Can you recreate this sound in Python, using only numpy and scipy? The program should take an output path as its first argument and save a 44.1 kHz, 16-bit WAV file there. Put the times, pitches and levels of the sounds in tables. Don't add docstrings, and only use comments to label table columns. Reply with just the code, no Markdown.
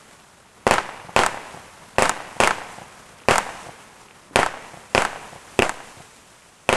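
import sys
import numpy as np
from scipy import signal
from scipy.fft import rfft, irfft
from scipy.io import wavfile
from scipy.ndimage import uniform_filter1d

SR = 44100
rng = np.random.default_rng(int(sys.argv[2]) if len(sys.argv) > 2 else 0)


def materialize(psi):
    bounded = np.clip(np.atleast_2d(psi).T, -1, 1)
    quanta = np.round(bounded * 32767).astype(np.int16)
    wavfile.write(sys.argv[1], SR, quanta)


N = 298116


def lift_charges(far_wall_s=.05, bass_hz=500):
    # (time [s], blast [dB], pitch [ratio], crack [dB], tilt [dB/octave], carry to walls [dB],
    # far crack [dB])
    charges = [(0.6677, 2, 0.9, 2, 4, -6, -8.5), (0.7102, 2.5, 1.06, 0.5, 4, 2.5, -5.5),
               (1.1634, 2, 1.02, 2.5, 7, 1.5, -1.5), (1.1913, -2, 0.91, -17, 9.5, 0.5, 0),
               (1.984, 1.5, 1.03, 2, -4, 0, 0.5), (2.0224, -0.5, 1, 3.5, 2, 1, 5.5),
               (2.4024, 1.5, 0.98, 6, 4, 1, 4.5), (2.4363, -3, 0.97, 2, 3, 0.5, -0.5),
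               (3.2856, 2.5, 0.93, 2.5, 1, 0.5, -2), (3.3097, -2, 0.92, 2.5, -12, 2.5, 2.5),
               (4.3589, 2, 0.94, 3, 2, 0, -6.5), (4.3905, -1, 0.91, 0.5, 3.1, -2.5, -2),
               (4.949, 0.5, 0.92, 3, -2, -1, -2), (4.9787, -0.5, 0.95, -1.5, -4, -1, -1.5),
               (5.5909, 0, 0.72, 1.5, -11.5, -9, -22), (5.6221, -2.5, 0.94, 1, 5.5, -4.5, 0),
               (6.6907, 0, 0.99, 1.5, -3, -3, -16), (6.7276, -3, 0.85, 3.5, 0, 0, -6)]
    # (ring [Hz], level [dB])
    direct = [(564, 3.5), (2800, -17), (151, -26.5)]
    # (delay [s], level [dB], far wall [0/1])
    crack_paths = [(0, -22, 0), (.0012, -30, 0), (.0720, -21, 1), (.0089, -33, 0), (.0766, -38, 1)]
    out, t = np.zeros(N), np.arange(SR // 2) / SR
    shared_scatter = scatter()
    paths = [(0, 1, db, hz) for hz, db in direct] + wall_echoes()
    sub_bass_swell = amp(-32) * np.sin(2 * np.pi * 4.5 * t) * np.exp(-t / .08)
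    for s, blast_db, pitch, crack_db, tilt_db_per_oct, carry_db, far_crack_db in charges:
        for delay_s, gain, db, hz in paths:
            if delay_s < far_wall_s:
                charge_db = blast_db + tilt_db_per_oct * np.log2(max(hz, 300) / 560)
                pulse = blast(hz * pitch)
            else:
                charge_db = carry_db * min(hz / bass_hz, 1)
                pulse = blast(hz * pitch, decay_cycles=.8 + .79 * delay_s,
                              rise_cycles=.066 + .51 * delay_s)
            add(out, s + delay_s, gain * amp(db + charge_db) * pulse)
        add(out, s, amp(blast_db - 18.5) * blast(hz=227, decay_cycles=1.38))
        for delay_s, db, far in crack_paths:
            add(out, s + delay_s, amp(db + (far_crack_db if far else crack_db)) * crack(far))
        add(out, s, amp(.96 * carry_db) * (.79 * shared_scatter + .66 * scatter()))
        add(out, s, sub_bass_swell)
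        add(out, s, amp(-37.5 + .71 * far_crack_db) * sizzle())
    return out


def blast(hz, decay_cycles=.7, rise_cycles=.075):
    cycles = np.arange(1200) / SR * hz
    front = 1 - np.exp(-(cycles / rise_cycles) ** 2)
    return -front * np.exp(-cycles / decay_cycles) * np.cos(2 * np.pi * cycles)


def crack(far, spread_db=5.):
    # (frequency [Hz], width [Hz], near level [dB], level off a far wall [dB])
    modes = [(1930, 820, 0, 0), (2580, 853, 3, -20), (5130, 1010, -12, -24), (7930, 3600, 7.5, 7),
             (10100, 14000, -11, -30)]
    t = np.arange(600) / SR
    drive = rng.standard_normal(len(t)) * np.exp(-t / .0015)
    drive[:3] -= [2.5, 5, 2.5]
    ring = np.zeros(len(t))
    for hz, width_hz, near_db, far_db in modes:
        gain = amp((far_db if far else near_db) + spread_db * rng.standard_normal())
        envelope = (1 - np.exp(-t * hz / .91)) * np.exp(-np.pi * width_hz * t)
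        ring += gain * envelope * np.sin(2 * np.pi * hz * t)
    return signal.fftconvolve(drive, ring)[:len(t)]


def sizzle(rise_s=.0019, decay_s=.042):
    # (frequency [Hz], level [dB])
    spectrum = [(3500, -30), (5500, -9), (7800, -1), (10500, -7), (13000, -28)]
    t = np.arange(8000) / SR
    spray = unit_rms(coloured(rng.standard_normal(len(t)), spectrum))
    return spray * np.minimum(t / rise_s, 1) * np.exp(-t / decay_s)


def wall_echoes(per_span=8):
    # (delay [s], signed gain [ratio], level [dB], ring [Hz])
    walls = [(.0011, 0.95, -5.5, 700), (.0064, -1.11, -6, 482), (.0088, 1, -9.5, 786),
             (.0120, -1.1, -16, 1030), (.0201, 1, -18.5, 885), (.0719, 0.42, 2, 1100),
             (.0732, 0.81, -2.5, 974), (.0764, 0.62, -1.5, 1190), (.0805, -1, -11.5, 1020),
             (.181, 0.8, -17.5, 800), (.185, 1, -21.5, 1770), (.377, 0.67, -27, 635),
             (.379, -0.69, -30.5, 166.5), (.383, 0.8, -22.5, 770), (.8, 0.74, -28.5, 2700)]
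    # (start [s], end [s], start level [dB], fall [dB/s], low [Hz], high [Hz])
    clutter = [(.004, .04, -14, 148, 358, 1440), (.08, 0.229, -21.5, 62, 740, 1680)]
    echoes = list(walls)
    for start_s, end_s, start_db, fall_db_per_s, low_hz, high_hz in clutter:
        for k, (place, coin, tone) in enumerate(rng.random((per_span, 3))):
            lag_s = (k + place) / per_span * (end_s - start_s)
            hz = low_hz * (high_hz / low_hz) ** tone
            echoes.append((start_s + lag_s, np.sign(coin - .5), start_db - fall_db_per_s * lag_s, hz))
    return echoes


def scatter(echoes_per_s=650, spread_db=3.5, yard_db=-19.5, yard_t60_s=.33, street_db=-35):
    # (frequency [Hz], level [dB])
    spectrum = [(18, -50), (30, -64), (100, -4), (300, -3), (400, 0.5), (950, 4.5), (1300, -0.5), (1800, 0),
                (2900, -5.5), (3600, -10.5), (5500, -13.5), (8000, -15), (12000, -26.5), (14000, -70)]
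    # (frequency [Hz], T60 [s])
    street_t60 = [(60, 2), (250, 1.28), (1000, 1.56), (3000, 1.44), (9000, 1.08)]
    # (frequency [Hz], gain [dB])
    sharp = [(2800, 1.5), (4200, -7), (14000, -27)]
    # (frequency [Hz], gain [dB])
    blurred = [(2800, -3), (4200, -1.5), (14000, 2.4)]
    t = np.arange(60000) / SR
    hits = rng.random(len(t)) < echoes_per_s / SR
    sizes = amp(spread_db * np.minimum(rng.exponential(1, len(t)), 4))
    polarity, haze = rng.standard_normal((2, len(t)))
    taps = unit_rms(hits * np.sign(polarity) * sizes)
    steady = unit_rms(coloured(coloured(taps, sharp) + coloured(haze, blurred), spectrum))
    hz, frame_s, bins = signal.stft(steady, SR, nperseg=256)
    decay = amp(-60 * frame_s / at_hz(street_t60, hz[:, None]))
    street = amp(street_db) * signal.istft(bins * decay, SR, nperseg=256)[1][:len(t)]
    yard = amp(yard_db - 60 * t / yard_t60_s) * steady[::-1]
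    onset = 1 - np.exp(-t / .004)
    return (yard + street) * onset


def comets(sparks_per_s=2500, spread_db=4., sputter_db=1.2):
    # (frequency [Hz], level [dB])
    spectrum = [(1000, 1), (2500, -1), (4500, -5.5), (8000, -2.5), (11500, -10), (12800, -13), (13300, -50)]
    sizes = amp(spread_db * np.minimum(rng.exponential(1, N), 4))
    hits = rng.random(N) < sparks_per_s / SR
    fizz = .42 * unit_rms(sizes * hits * rng.standard_normal(N)) + rng.standard_normal(N)
    sputter = unit_rms(uniform_filter1d(uniform_filter1d(rng.standard_normal(N), size=3000), size=3000))
    return tail_gain() * amp(sputter_db * sputter) * unit_rms(coloured(fizz, spectrum))


def tail_gain(catch_s=.051, ember_db=-69.5):
    # (launch [s], level [dB], fade [dB/s])
    tails = [(-.4, -51, 10), (.67, -56, 12), (1.16, -45.5, 15.5), (1.978, -47, 17), (2.399, -45.5, 14.5),
             (3.29, -42.5, 19), (4.36, -52, 4), (4.95, -47.5, 10.5), (5.59, -49.5, 8.5), (6.69, -52, 13)]
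    power = amp(ember_db) ** 2
    for launch_s, db, fade_db_per_s in tails:
        age_s = np.maximum(np.arange(N) / SR - launch_s, 0)
        caught = 1 - np.exp(-(age_s / catch_s) ** 2)
        power += (caught * amp(db - fade_db_per_s * age_s)) ** 2
    return np.sqrt(power)


def far_pops():
    # (time [s], level [dB], ring [Hz])
    reports = [(0.113, -34, 1500), (.200, -34, 2600), (0.579, -37.5, 398), (0.639, -45, 1000),
               (4.31, -32.5, 290), (4.346, -37, 300)]
    out = np.zeros(N)
    for s, db, hz in reports:
        for delay_s, gain in [(0, 1), (.007, .55), (.012, -.37), (.021, .77)]:
            add(out, s + delay_s, gain * amp(db) * blast(hz))
    return out


def wash(flutter_db=2.):
    # (frequency [Hz], level [dB])
    spectrum = [(15, -34), (25, -5), (203, 1.5), (300, -5.5), (361, -2), (422, -3), (1110, -1.5),
                (4220, -16.5), (9500, -18), (11700, -20), (13000, -39)]
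    # (time [s], level [dB])
    envelope = [(0, -52), (.15, -53), (.4, -55), (1., -47), (2., -50), (3.2, -49), (4.3, -51.5),
                (5.5, -49.5), (6.76, -59)]
    level_db = np.interp(np.arange(N) / SR, *np.transpose(envelope))
    flutter = unit_rms(uniform_filter1d(rng.standard_normal(N), size=500))
    return amp(level_db + flutter_db * flutter) * unit_rms(coloured(rng.standard_normal(N), spectrum))


def amp(db):
    return 10 ** (np.asarray(db) / 20)


def unit_rms(x):
    return x / np.sqrt(np.mean(x ** 2) + 1e-20)


def at_hz(table, hz):
    knots_hz, values = np.transpose(table)
    return np.interp(np.log(hz + 1), np.log(knots_hz + 1), values)


def coloured(x, spectrum):
    return irfft(rfft(x) * amp(at_hz(spectrum, np.fft.rfftfreq(len(x), 1 / SR))), len(x))


def add(mix, start_s, sound):
    part = mix[round(start_s * SR):][:len(sound)]
    part += sound[:len(part)]


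def scene():
    return np.tile(lift_charges() + far_pops() + comets() + wash(), (2, 1))


def record(dry, cutoff_hz=14300):
    # (frequency [Hz], gain [dB])
    width = [(500, -70), (1000, -82), (2000, -37), (4000, -23), (8000, -30.5), (12000, -19)]
    mid = 1.117 * np.tanh(1.025 * dry[0])
    mid = coloured(mid, [(11000, .5), (12500, -6.5), (14000, -3)])
    smear = rng.standard_normal(900) * np.exp(-np.arange(900) / 300)
    side = coloured(signal.oaconvolve(mid, smear / np.linalg.norm(smear))[:N], width)
    stereo = np.clip([mid + side, mid - side], -.97, .97)
    lowpass = signal.firwin(511, cutoff_hz, window=("kaiser", 9), fs=SR)
    return signal.oaconvolve(stereo, lowpass[None], "same")


dry = scene()
out = record(dry)
materialize(out)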